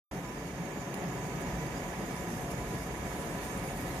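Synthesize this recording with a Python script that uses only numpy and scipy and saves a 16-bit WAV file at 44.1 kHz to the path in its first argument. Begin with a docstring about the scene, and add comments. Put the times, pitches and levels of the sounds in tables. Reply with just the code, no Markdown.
"""A gas flame under a stovetop coffee pot, in stereo, the microphone close above the stove.
The flame roars softly in the hollows of stove and pot and whines faintly over a deep rumble.
Gas hisses from the jet, and a fine sizzle of steam and bubbles grows as the coffee wells up the spout.
The hot metal ticks once, and steam squeaks faintly twice through a wet gap."""
import sys
import numpy as np
from scipy import signal
from scipy.fft import rfft, irfft, next_fast_len
from scipy.io import wavfile
from scipy.ndimage import uniform_filter1d, map_coordinates

SR = 44100
rng = np.random.default_rng(int(sys.argv[2]) if len(sys.argv) > 2 else 0)


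def wrap_up_sound(samples):
    """Save the sound to the file named by the first command line argument, as 16-bit audio."""
    columns = np.atleast_2d(samples).T
    # keep every value between -1 and 1, then stretch to whole-number steps
    tamed = np.clip(columns, -1, 1)
    steps = np.round(tamed * 32767).astype(np.int16)
    wavfile.write(sys.argv[1], SR, steps)


N = 176400

# Level of the roar's midrange: time_s, level_db
ROAR_MID_LEVEL = [(.1, -44), (.55, -44), (1.1, -42), (1.5, -41), (2.2, -41.5), (2.7, -42), (3.1, -41),
                  (3.5, -41.5), (4, -41)]
# Phase of the roar between the channels: freq_hz, left_lead_rad
ROAR_PHASE = [(100, -.2), (180, -.25), (300, .05), (400, -.2), (550, -.15), (700, -.45), (870, -.6),
              (990, .3), (1250, -.6), (1700, .2), (2300, 1.7), (2800, 2), (4000, 6.5)]


def flame(crossover_hz=380, top_hz=3900, flutter_db=0.6, flutter_per_s=45):
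    """Fluttering combustion noise sounds the hollows of stove and pot; its bass is alike on both sides."""
    # Spectrum of the combustion noise: freq_hz, gain_db
    spectrum = [(60, -42), (90, -14), (120, -3), (200, -2.5), (290, -8), (450, -9), (520, -10),
                (750, -12.5), (1000, -14.5), (1200, -18), (1500, -19.5), (2000, -20.5), (2550, -23),
                (2850, -24), (3150, -24), (4200, -28.5)]
    # Resonances of the hollows: centre_hz, width_hz, left_lift_db, right_lift_db
    hollows = [(88, 20, -3, -3), (137, 14, 8, 7), (174, 14, 9, 9), (220, 14, 2, 3), (286, 36, 7.5, 7.5),
               (317, 14, -4, -4), (339, 22, 7, 6), (400, 35, 5, 4), (460, 24, 5, 5), (484, 18, -7, -5),
               (550, 40, 7, 3), (695, 32, 7, 6), (748, 22, 8, 9), (850, 40, 3, 5), (922, 20, 3, 8),
               (989, 26, 5, 8), (1113, 45, 5, 2), (1247, 36, 6, 7), (1500, 80, 6, -3), (1720, 110, 2, 8),
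               (1930, 110, 0, 4), (2225, 70, 3, 6), (2320, 70, 5, 5), (2770, 140, 2, 3), (3320, 100, 3, 0),
               (3770, 120, 4, 4)]
    # Likeness of left and right: freq_hz, correlation
    likeness = [(100, 0.99), (400, 0.97), (700, 0.88), (1000, 0.52), (1500, 0.18), (2300, 0.4),
                (2800, 0.26), (3400, 0.45)]
    # Stereo balance: freq_hz, left_minus_right_db
    balance = [(100, -0.9), (600, 1.5), (900, 1.5), (1200, -6), (1500, -7), (2000, -10), (2550, -8.5),
               (2800, -4), (3200, -4), (4000, 2.5)]
    # Level of the roar's low end: time_s, level_db
    low_level = [(.1, -44), (.8, -41.5), (1.45, -39), (1.8, -41), (2.35, -40), (2.75, -41.5), (3.1, -40),
                 (4, -42)]

    def spread(hz):
        turn = np.arccos(np.clip(along(likeness, hz), -1, 1)) / 2
        return np.array([np.cos(turn), np.sin(turn)])

    def colour(hz):
        lift_db = sum(np.array([[left], [right]]) * resonance(hz, centre, width)
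                      for centre, width, left, right in hollows)
        gain = amp(along(spectrum, hz) + lift_db + pan(along(balance, hz)))
        return gain * np.exp(1j * pan(along(ROAR_PHASE, hz))) / (1 + (hz / top_hz) ** 12)

    mid, side = filtered(rng.standard_normal((2, N)), spread)
    roar = filtered(np.array([mid + side, mid - side]), colour)
    bass = filtered(roar, lambda hz: 1 / (1 + (hz / crossover_hz) ** 4))
    low_end = unit(bass) * amp(curve(low_level)) * swells_and_dips()
    midrange = unit(roar - bass) * amp(curve(ROAR_MID_LEVEL))
    return (low_end + midrange) * amp(flutter_db * wobble(flutter_per_s))


def swells_and_dips(half_width_s=.024):
    """Chance swells and dips in the low roar's noise, placed at fixed times, as a gain."""
    # Brief changes of level: centre_s, change_db
    changes = [(.62, 3.5), (.85, -5), (.91, -1.5), (1.09, 3), (1.17, 2), (1.94, -7), (2.02, 3.5),
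               (2.37, 0.5), (2.74, 5.5), (2.84, -3.5), (2.99, -2), (3.04, 0.5), (3.28, 2), (3.41, -8),
               (3.84, 2.5)]
    return amp(sum(db * bump(centre_s, half_width_s) for centre_s, db in changes))


def rumble(side_db=-19):
    """The flame's deepest rumble, nearly the same on both sides."""
    # Spectrum of the rumble: freq_hz, gain_db
    spectrum = [(18, -45), (30, -42), (42, -3.5), (53, -0.5), (61, -0.5), (71, -3), (84, -8), (120, -8.5),
                (300, -70)]
    # Its rise and fall: time_s, level_db
    level = [(.1, -50), (1.1, -53), (1.45, -44.5), (1.9, -49), (2.5, -45), (3.4, -46.5), (4, -45.5)]
    mid, side = filtered(rng.standard_normal((2, N)), lambda hz: amp(along(spectrum, hz)))
    return unit(mid + amp(side_db) * np.array([side, -side])) * amp(curve(level))


def whine(pitch_hz=991, waver_hz=7, against_midrange_db=-14, balance_db=-1, waver_db=1):
    """The burner's sharpest resonance sings as a faint, wavering tone that follows the flame."""
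    phase = 2 * np.pi * np.cumsum(pitch_hz + waver_hz * wobble(50)) / SR
    level_db = curve(ROAR_MID_LEVEL) + against_midrange_db + pan(balance_db) + waver_db * wobble(22)
    return np.sqrt(2) * amp(level_db) * np.sin(phase + pan(along(ROAR_PHASE, pitch_hz)))


def jet(low_cut_hz=3700, waver_db=0.48):
    """Gas rushes from the nozzle; narrow, half-whistling resonances build over the first second or so."""
    # Spectrum of the rush: freq_hz, gain_db
    spectrum = [(4000, -1.5), (4700, 2.5), (5500, -0.5), (6500, 1), (7600, -3), (9000, -3), (11000, -4.5),
                (13000, -4.5), (14200, -6)]
    # Its stereo balance: freq_hz, left_minus_right_db
    balance = [(4000, -6.5), (5000, -8), (6500, -16.5), (7500, -6.5), (9000, -4.5), (11000, 0.5),
               (14000, -3)]
    # Level of the rush: time_s, level_db
    rush_level = [(.1, -55), (.8, -53.5), (1.5, -52), (4, -53)]
    # Resonances of the jet: centre_hz, width_hz, left_db, right_db
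    peaks = [(6150, 110, -17, -4), (6645, 90, -8, 3.5), (6865, 80, -3, -2), (6970, 110, -10, -5.5),
             (7250, 300, -12, -18), (12350, 400, -12, -10)]
    # Their joint level: time_s, level_db
    whistle_level = [(.1, -63), (.45, -62.5), (.8, -59), (1.3, -56.5), (2.5, -57.5), (4, -59)]

    def rush_colour(hz):
        low_cut = 1 - 1 / (1 + (hz / low_cut_hz) ** 8)
        return amp(along(spectrum, hz) + pan(along(balance, hz))) * low_cut

    def whistle_colour(hz):
        return sum(amp([[left], [right]]) * resonance(hz, centre, width)
                   for centre, width, left, right in peaks)

    rush = unit(filtered(patchy_noise(depth_db=2.5), rush_colour)) * amp(curve(rush_level))
    whistle = unit(filtered(patchy_noise(depth_db=2.0), whistle_colour)) * amp(curve(whistle_level))
    return (rush + whistle) * amp(waver_db * wobble(30.1))


def sizzle(pops_per_s=680, pops_db=-7.5, bubbles_db=-8, sputter_db=1.5, sputter_per_s=55):
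    """Steam, dry pops and bubbles at the spout swell with the coffee's flow and spit now and then."""
    # Spectrum of the froth: freq_hz, gain_db
    spectrum = [(1500, -22), (3000, -7), (3800, 2), (4300, -0.5), (5500, -2.5), (8000, 1), (10000, 4),
                (12000, 1.5), (13200, 0.5), (14200, -10)]
    # Its stereo balance: freq_hz, left_minus_right_db
    balance = [(5000, 1), (8500, -6), (10500, 0.5), (13000, 1.5)]
    # Sizzle of the rising coffee: time_s, level_db
    flow_level = [(.1, -59.5), (.9, -71), (1.15, -63), (1.42, -63), (1.85, -62.5), (2.35, -54), (2.62, -59),
                  (2.76, -55), (3.02, -58.5), (3.13, -51.5), (3.3, -54), (3.45, -53), (3.6, -52.5),
                  (3.82, -52.5), (4, -51)]
    # Spits of froth: centre_s, level_db, half_width_s
    spits = [(1.415, -50, .012), (2.065, -52, .007), (2.513, -50, .01), (2.75, -54, .01),
             (2.872, -53, .008), (3.44, -50.5, 0.021)]

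    def colour(hz):
        return amp(along(spectrum, hz) + pan(along(balance, hz)))

    pops = unit(rng.standard_normal((2, N)) * (rng.random(N) < pops_per_s / SR))
    steam = unit(filtered(patchy_noise(depth_db=5.5) + amp(pops_db) * pops, colour))
    froth = unit(steam + amp(bubbles_db) * unit(filtered(bubbles(), colour)))
    flow = amp(curve(flow_level) + sputter_db * wobble(sputter_per_s))
    spitting = sum(amp(db) * bump(centre_s, half_width_s) for centre_s, db, half_width_s in spits)
    return froth * np.hypot(flow, spitting)


def bubbles(per_s=1300, middle_hz=10700, log_spread=.35, t60_s=.028, scatter_db=1.1):
    """Tiny froth bubbles each give a short, high ping on the left or on the right."""
    out = np.zeros((2, N + SR))
    t = np.arange(SR // 20) / SR
    for when, pitch, size, side in rng.random((int(per_s * N / SR), 4)):
        hz = middle_hz * np.exp(log_spread * (2 * pitch - 1))
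        size_db = -scatter_db * np.log(max(size, 1 / 20))
        ping = amp(size_db - 60 * t / t60_s) * np.sin(2 * np.pi * hz * t)
        out[int(side < .5), int(when * N):][:len(t)] += ping
    return unit(out[:, :N])


def tick(start_s=.9425, level_db=-34, balance_db=-0.5,
         hold_s=0.00058, snap_t60_s=0.0047, ring_db=-16, ring_t60_s=0.11):
    """Hot metal gives one dry, bright snap with a short ring."""
    # Spectrum of the tick: freq_hz, gain_db
    spectrum = [(1200, -14), (2300, -7), (4000, -7), (5200, -12), (6800, -4), (8100, -12), (9500, 3),
                (11000, -7), (12700, -3), (14200, -7)]
    age = np.maximum(clock() - start_s, 0)
    snap = amp(-60 * np.maximum(age - hold_s, 0) / snap_t60_s)
    ring = amp(ring_db - 60 * age / ring_t60_s)
    noise = unit(filtered(rng.standard_normal((2, N)), lambda hz: amp(along(spectrum, hz))))
    return amp(level_db + pan(balance_db)) * (age > 0) * (snap + ring) * noise


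def squeaks(pitch_hz=4980, rise_hz=650, rise_s=.010, waver_hz=50, tail_db=-5, tail_t60_s=.15):
    """Steam whistles through a wet gap, sliding up in pitch; the stove answers with a hissy tail."""
    # Escapes of steam: start_s, level_db, length_s
    escapes = [(1.661, -54.5, .022), (1.753, -53, .036)]
    direct = np.zeros(N)
    for start_s, db, length_s in escapes:
        age = np.clip(clock() - start_s, 0, length_s)
        hz = pitch_hz - rise_hz * np.exp(-(age / rise_s) ** 2) + waver_hz * wobble(710)
        direct += amp(db) * np.sin(np.pi * age / length_s) * np.sin(2 * np.pi * np.cumsum(hz) / SR)
    t = np.arange(SR // 5) / SR
    stove = rng.standard_normal((2, len(t))) * amp(-60 * t / tail_t60_s)
    tail = signal.fftconvolve(direct[None], stove / np.linalg.norm(stove[0]), axes=1)[:, :N]
    return direct + amp(tail_db) * tail


def patchy_noise(depth_db):
    """Stereo noise whose level varies in small patches of pitch and time."""
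    spectra = signal.stft(rng.standard_normal((2, N)), nperseg=1024)[2]
    patches = uniform_filter1d(rng.standard_normal(spectra.shape[1:]), size=6, axis=0)
    patches = uniform_filter1d(patches, size=4, axis=1)
    return signal.istft(spectra * amp(depth_db * unit(patches)), nperseg=1024)[1][:, :N]


def amp(db):
    """Decibels to gain."""
    return 10 ** (np.asarray(db) / 20)


def unit(x):
    """Scale to rms 1."""
    return x / np.sqrt(np.mean(x ** 2) + 1e-20)


def clock():
    """Time of each sample in seconds."""
    return np.arange(N) / SR


def curve(points):
    """Join (time_s, value) points, one value per sample."""
    return np.interp(clock(), *np.transpose(points))


def along(points, hz):
    """Join (freq_hz, value) points on a log axis and read them at hz."""
    freqs, values = np.transpose(points)
    return np.interp(np.log(hz + 1), np.log(freqs + 1), values)


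def bump(centre_s, half_width_s):
    """A bell curve in time, of height 1."""
    return np.exp(-((clock() - centre_s) / half_width_s) ** 2)


def resonance(hz, centre_hz, width_hz):
    """A resonant peak in frequency, of height 1."""
    return 1 / (1 + (2 * (hz - centre_hz) / width_hz) ** 2)


def wobble(knots_per_s):
    """A smooth random curve."""
    return map_coordinates(rng.standard_normal(4096), [clock() * knots_per_s], mode="wrap")


def pan(difference):
    """Split a left-minus-right difference of level or phase evenly between the channels."""
    return difference * np.array([[.5], [-.5]])


def filtered(x, response):
    """Pass x through a response given as a function of frequency."""
    size = next_fast_len(N + SR // 2)
    return irfft(rfft(x, size) * response(np.fft.rfftfreq(size, 1 / SR)), size)[..., :N]


def scene():
    """Burner and pot together, from close above."""
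    return flame() + whine() + rumble() + jet() + sizzle() + tick() + squeaks()


def record(dry, start_s=.111, fade_s=0.0024, top_hz=14300):
    """The sound cuts in abruptly, with nothing above top_hz."""
    fade_in = np.clip((clock() - start_s) / fade_s, 0, 1)
    return filtered(dry * fade_in, lambda hz: hz < top_hz)


dry = scene()
out = record(dry)
wrap_up_sound(out)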